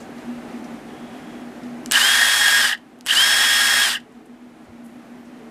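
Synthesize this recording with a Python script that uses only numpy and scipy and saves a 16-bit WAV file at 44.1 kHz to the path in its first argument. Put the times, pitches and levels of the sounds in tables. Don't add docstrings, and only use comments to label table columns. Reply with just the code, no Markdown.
import sys
import numpy as np
from scipy import signal
from scipy.fft import rfft, irfft
from scipy.io import wavfile
from scipy.ndimage import uniform_filter1d

SR = 44100
rng = np.random.default_rng(int(sys.argv[2]) if len(sys.argv) > 2 else 0)


def invert_db(level):
    return 10 ** (np.asarray(level, dtype=float) / 20)


def wav_out(sig):
    wavfile.write(sys.argv[1], SR, np.round(np.clip(np.atleast_2d(sig).T, -1, 1) * 32767).astype(np.int16))


N = 242574
TIME = np.arange(N) / SR
FULL_HZ = 410.75
SPINDLE = 0.118
LOCK_AFTER_S = 0.145
DUCK_DB = -10

# pressed_s, released_s, housing_ring_db, gear_case_ring_db, spin_up_extra_whine_db
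TRIGGER_PULLS = [
    (1.912, 2.605, -19, -23.5, -2),
    (3.064, 3.832, -21.5, -23.5, 3),
]


def unit(x):
    return x / np.sqrt(np.mean(x ** 2))


def ring(x, hz, width):
    return signal.lfilter(*signal.iirpeak(min(hz, 0.45 * SR), max(hz / width, 0.3), fs=SR), x)


def body(x, modes):
    out = 0
    for k, (hz, width, db) in enumerate(modes):
        mode = unit(ring(ring(x, hz, 1.05 * width), hz, 1.05 * width))
        out = out + invert_db(db) * mode * (-1) ** k
    return unit(out)


def narrow_noise(hz, width):
    return unit(ring(ring(rng.standard_normal(N), hz, width), hz, 2 * width))


def coloured(spectrum):
    hz, db = np.transpose(spectrum)
    f = np.maximum(np.arange(N // 2 + 1) * SR / N, 1)
    colour = invert_db(np.interp(np.log(f), np.log(hz), db))
    return unit(irfft(rfft(rng.standard_normal(N)) * colour, N))


def walk(rate):
    k = int(SR / rate)
    steps = np.repeat(rng.standard_normal(N // k + 1), k)
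    return unit(uniform_filter1d(uniform_filter1d(steps, k), k)[:N])


def span(t0, t1, edge):
    return np.clip((TIME - t0) / edge, 0, 1) * np.clip((t1 - TIME) / edge, 0, 1)


def driver():
    # housing_db, gear_case_db, air_db
    driven_loss = (7.1, 3.4, 5.2)
    # housing_db, gear_case_db, air_db
    braked_loss = (5.1, 10.2, 18.6)
    # time_s, aim (-1.4 to 1.4)
    chuck_aim = [(2.03, 0.7), (2.09, -0.7), (2.2, -1.4), (2.4, -0.14), (2.6, 0.45), (3.2, 1.4),
                 (3.45, 0.46), (3.65, 0.4), (3.85, 0.69)]
    hz, on, braking, levels = rotor()
    turn = 2 * np.pi * np.cumsum(hz) / SR
    slow = 1 - np.clip(hz / FULL_HZ, 0, 1)
    halvings = np.minimum(np.log2(FULL_HZ / hz), 2.4)
    loss = np.outer(driven_loss, 1 - braking) + np.outer(braked_loss, braking)
    housing_db, case_db = levels[:2] - loss[:2] * halvings
    air_db = -20 - loss[2] * halvings
    effort_db = levels[2] * (1 - braking) * np.minimum(12 * halvings, 1)
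    aim = np.interp(TIME, *np.transpose(chuck_aim))

    beat = gear_beat(turn, slow)
    rattle = gear_rattle(beat, housing_db, case_db + 0.8 * effort_db * slow)
    hiss = air_hiss(beat, air_db)
    whine = tooth_whine(turn, slow, aim) + pole_whine(hz, turn, slow, braking, effort_db)
    whine = whine + flares(hz, turn, braking, effort_db) + weak_orders(hz, turn, slow)
    whine = whine + unbalance(hz, turn, slow)
    return on * invert_db(camera_db() - DUCK_DB) * (rattle + hiss + np.sqrt(2) * whine)


def rotor():
    spin_up_s, settle_s = 0.065, 0.14
    coast_hz_per_s, brake_after_s, brake_hz_per_s2 = 690, 0.066, 27500
    hz, on, braking, levels = np.zeros(N), np.zeros(N), np.zeros(N), np.zeros((3, N))
    for pressed, released, *db in TRIGGER_PULLS:
        age, since = np.maximum(TIME - pressed, 0), np.maximum(TIME - released, 0)
        up = FULL_HZ * (1 - np.exp(-age / spin_up_s - (age / settle_s) ** 2))
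        down = coast_hz_per_s * since + brake_hz_per_s2 * np.maximum(since - brake_after_s, 0) ** 2
        hz += np.maximum(up - down, 0)
        start = np.clip((TIME - pressed) / 0.002 + 0.5, 0, 1)
        on += start * np.exp(-np.maximum(since - LOCK_AFTER_S, 0) / 0.0092)
        braking += np.clip(since / 0.044, 0, 1) * (up > down)
        levels[:, TIME >= pressed - 0.01] = np.array(db)[:, None]
    return np.maximum(hz, 30), on, braking, levels


def gear_beat(turn, slow):
    planet = 0.074
    wobble = sum(np.cos(k * share * turn) for share in (SPINDLE, planet) for k in (1, 2))
    return invert_db(8.5 * slow * np.cos(turn) + 0.91 * wobble + 0.574 * walk(150))


def gear_rattle(beat, housing_db, case_db):
    # pitch_hz, width_hz, level_db
    housing_modes = [(1550, 150, -3.5), (1680, 136, 2), (1810, 63, 1), (1855, 117, -0.5),
                     (2074, 170, -11.5), (1250, 120, -13), (832, 230, -12.5)]
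    # pitch_hz, width_hz, level_db
    case_modes = [(2988, 970, 2.5), (3545, 214, -6), (3653, 270, -6.5), (5050, 990, -7.5)]
    knocks = rng.standard_normal(N) * invert_db(2.66 * rng.exponential(size=N)) * beat
    knocks = unit(knocks) + 0.54 * rng.standard_normal(N)
    housing = invert_db(housing_db + 2 * walk(30)) * body(knocks, housing_modes)
    case = invert_db(case_db + 1.5 * walk(60)) * body(knocks, case_modes)
    return housing + case


def air_hiss(beat, air_db):
    # pitch_hz, level_db (per Hz)
    air_colour = [(290, -34.5), (500, -22), (1380, -10), (1660, -9), (2270, -10.5), (3070, -21.5),
                  (3340, -9.5), (4320, -13), (5210, -13.5), (5920, -16), (8580, -14), (15200, -27.5)]
    return invert_db(air_db) * coloured(air_colour) * invert_db(0.25 * walk(200)) * np.sqrt(beat)


def tooth_whine(turn, slow, aim):
    octave_db = -44 - 90 * slow ** 2 - 5.5 * aim
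    octave = invert_db(octave_db + 1.2 * walk(40)) * np.sin(26 * turn + 0.5 * walk(20))
    tooth_db = -32.5 - 200.5 * slow ** 2 + 5.5 * aim
    tooth = invert_db(tooth_db + 1.5 * walk(40)) * np.sin(13 * turn + 0.25 * walk(20))
    return octave + tooth * (slow < 0.2)


def pole_whine(hz, turn, slow, braking, effort_db):
    # multiple of rotor speed, level_db on the gear-case ring, braking_loss_db
    pole_line = (8, -18.5, 8.1)
    # pitch_hz, gain_db
    shell_path = [(300, -60), (1300, -36), (1720, -11), (2250, -35), (2700, -18), (2880, -2), (3120, 0),
                  (3290, -4.5)]
    order, db, braked_db = pole_line
    path_db = np.interp(order * hz, *np.transpose(shell_path))
    pole_db = db + path_db - braked_db * braking + effort_db
    return invert_db(pole_db + (1.3 + 7 * slow) * walk(40)) * np.sin(order * turn + 0.25 * walk(20))


def flares(hz, turn, braking, effort_db):
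    # multiple of rotor speed, ring_hz, width_hz, level_db, braking_loss_db
    ring_crossings = [(13, 2980, 270, -17, 4), (6.277, 1740, 150, -21, 3), (21, 3000, 300, -27, 15),
                      (16.82, 3000, 300, -25, 15), (11, 3050, 250, -25, 15)]
    out = 0
    for order, ring_hz, width, db, braked_db in ring_crossings:
        crossing = np.exp(-((order * hz - ring_hz) / width) ** 2)
        flare_db = db - braked_db * braking + effort_db + 2.5 * (1 - braking) * walk(250)
        jitter = (0.7 - 0.5 * braking) * walk(200)
        out = out + invert_db(flare_db) * crossing * np.sin(order * turn + jitter)
    return out


def weak_orders(hz, turn, slow):
    line_orders = (.882, 2, 3, 4, 4.52, 5, 6.277, 12.55, 16.82, 21, 36)
    line_levels = (-56, -50, -48, -27, -29, -43, -41, -41, -48, -47, -52)
    out = 0
    for order, db in zip(line_orders, line_levels):
        glide_db = shell(order * hz) - shell(order * FULL_HZ) - 40 * slow
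        out = out + invert_db(db + glide_db + 2.5 * walk(30)) * np.sin(order * turn + 0.45 * walk(20))
    return out


def shell(hz):
    # pitch_hz, gain_db
    shell_gain = [(100, -50), (1300, -36), (1600, -22), (2500, -22), (2800, 3), (3000, 7), (3300, 0.1),
                  (4300, -3), (15000, 0.1)]
    return np.interp(hz, *np.transpose(shell_gain))


def unbalance(hz, turn, slow):
    # pitch_hz, width_hz, level_db
    grip_mode = (378, 16, -47)
    grip_hz, width, grip_db = grip_mode
    grip = invert_db(grip_db) * np.sin(turn) / (1 + ((hz - grip_hz) / width) ** 2)
    chuck = SPINDLE * turn
    chuck_wave = np.sin(chuck) + 0.087 * np.sin(2 * chuck) + 0.29 * np.sin(3 * chuck)
    return grip + invert_db(-51 - 35 * slow) * chuck_wave


def trigger():
    # time_s, peak_db, ring_hz, ring_s, thump_db (relative)
    clicks = [
        (1.8606, -14, 5200, .024, -16),
        (1.9127, -3, 6500, .02, -12),
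        (1.9208, 4.5, 9500, .012, -20),
        (2.989, -41, 9000, .012, -15),
        (3.0098, -25, 5500, .018, -28),
        (3.0575, -32, 9000, .01, -6),
        (3.0633, -10, 10000, .012, -12),
        (3.0706, -8, 11000, .012, -14),
    ]
    out, t = np.zeros(N), np.arange(SR // 20) / SR
    for s, db, hz, ring_s, thump_db in clicks:
        strike = rng.standard_normal(len(t)) + 5 * (t == t[2])
        decay = np.exp(-t / 0.00022) + 0.14 * invert_db(-60 * t / ring_s)
        crack = ring(ring(strike, hz, 1.2 * hz), hz, 1.2 * hz) * decay
        crack = signal.lfilter(*signal.butter(4, 12000, fs=SR), crack)
        thump = np.sin(2 * np.pi * 1700 * t) * np.exp(-t / 0.00087)
        thump = thump + 1.2 * np.sin(2 * np.pi * 3000 * t) * np.exp(-t / 0.0015)
        i = int(s * SR)
        out[i:i + len(t)] += invert_db(db) * (crack / np.abs(crack).max() + invert_db(thump_db) * thump)
    return out


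def chopper():
    # start_s, end_s, pitch_hz, level_db
    chopper_tones = [
        (1.8995, 1.93, 7950, -42),
        (3.049, 3.08, 7950, -46),
    ]
    out = 0
    for t0, t1, hz, db in chopper_tones:
        out = out + invert_db(db) * span(t0, t1, 0.0011) * np.sin(2 * np.pi * hz * TIME)
    return out


def room(x):
    t60_s, tail_db = 0.18, -20
    t = np.arange(SR // 2) / SR
    tail = ring(rng.standard_normal(len(t)), 3500, 7700) * invert_db(-60 * t / t60_s) * (t > 0.004)
    return x + invert_db(tail_db) * signal.fftconvolve(x, tail / np.sqrt(np.sum(tail ** 2)))[:N]


def hands():
    # time_s, peak_db, pitch_hz, length_s
    touches = [(0, -49, 6500, .03), (.178, -46, 4400, .014), (.64, -50.5, 5800, .016),
               (1.63, -52, 4200, .018), (1.868, -50, 7000, .015), (4.255, -59, 9000, .012),
               (4.68, -42, 85, .03), (4.12, -64, 8000, .01), (4.64, -63, 5500, .02),
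               (4.835, -58, 10000, .07), (5.245, -60, 6000, .03)]
    out = 0
    for s, db, hz, length in touches:
        age = np.maximum(TIME - s, 0) / length
        scrape = unit(ring(ring(rng.standard_normal(N), hz, 0.6 * hz), hz, 0.8 * hz))
        out = out + invert_db(db + 2.5 * walk(120)) * np.minimum(5 * age, 1) * np.exp(-age) * scrape
    return out


def shop():
    # pitch_hz, width_hz, level_db
    fan_modes = [(240.1, 13.6, -37), (311, 24, -47.5), (171.6, 71, -51), (389, 71, -51), (54, 11, -64.5),
                 (768, 194, -56)]
    # pitch_hz, level_db (per Hz)
    hush_colour = [(18, -72), (30, -26), (81, -23.5), (176, -17), (212, -12.5), (241, -5.5), (439, -15.5),
                   (759, -13.5), (911, -19.5), (1840, -22.5), (4710, -37), (10300, -42), (15200, -52)]
    hum = sum(invert_db(db) * narrow_noise(hz, width) for hz, width, db in fan_modes)
    hush = invert_db(-40 + 0.66 * walk(15)) * coloured(hush_colour)
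    return (hum + hush) * invert_db(camera_db())


def far_machines():
    # start_s, end_s, pitch_hz, width_hz, level_db
    far_drones = [
        (0, .35, 450, 25, -53),
        (.9, 1.45, 3300, 200, -60),
        (4.07, 4.45, 442, 10, -55),
        (5.41, 5.6, 445, 10, -49),
        (5.06, 5.11, 13700, 500, -76),
        (5.15, 5.25, 13600, 500, -76),
    ]
    out = 0
    for t0, t1, hz, width, db in far_drones:
        out = out + invert_db(db) * span(t0 - 0.02, t1, 0.012) * narrow_noise(hz, width)
    return out


def camera_db():
    rest_db, duck_s, recover_s = 0.62, 0.054, 2.5
    db = np.full(N, rest_db)
    for pressed, released, *_ in TRIGGER_PULLS:
        moves = (pressed, DUCK_DB, duck_s), (released + LOCK_AFTER_S, rest_db, recover_s)
        for start, goal, tau in moves:
            i = int(start * SR)
            db[i:] = goal + (db[i] - goal) * np.exp(-(TIME[i:] - start) / tau)
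    return db


def scene():
    tool = room(driver() + trigger() + chopper())
    return (tool + hands() + shop() + far_machines())[None]


def roll_off(x):
    return signal.sosfilt(signal.butter(12, 16340, fs=SR, output="sos"), x)


def record(dry):
    hiss_hz, hiss_db, top_hz = 10840, -80, 15020
    noisy = dry + invert_db(hiss_db) * unit(ring(rng.standard_normal(N), hiss_hz, hiss_hz))
    top_cut = signal.ellip(12, 0.3, 60, top_hz, fs=SR, output="sos")
    mix = np.clip(signal.sosfilt(top_cut, noisy), -1, 1)
    return roll_off(mix)


dry = scene()
out = record(dry)
wav_out(out)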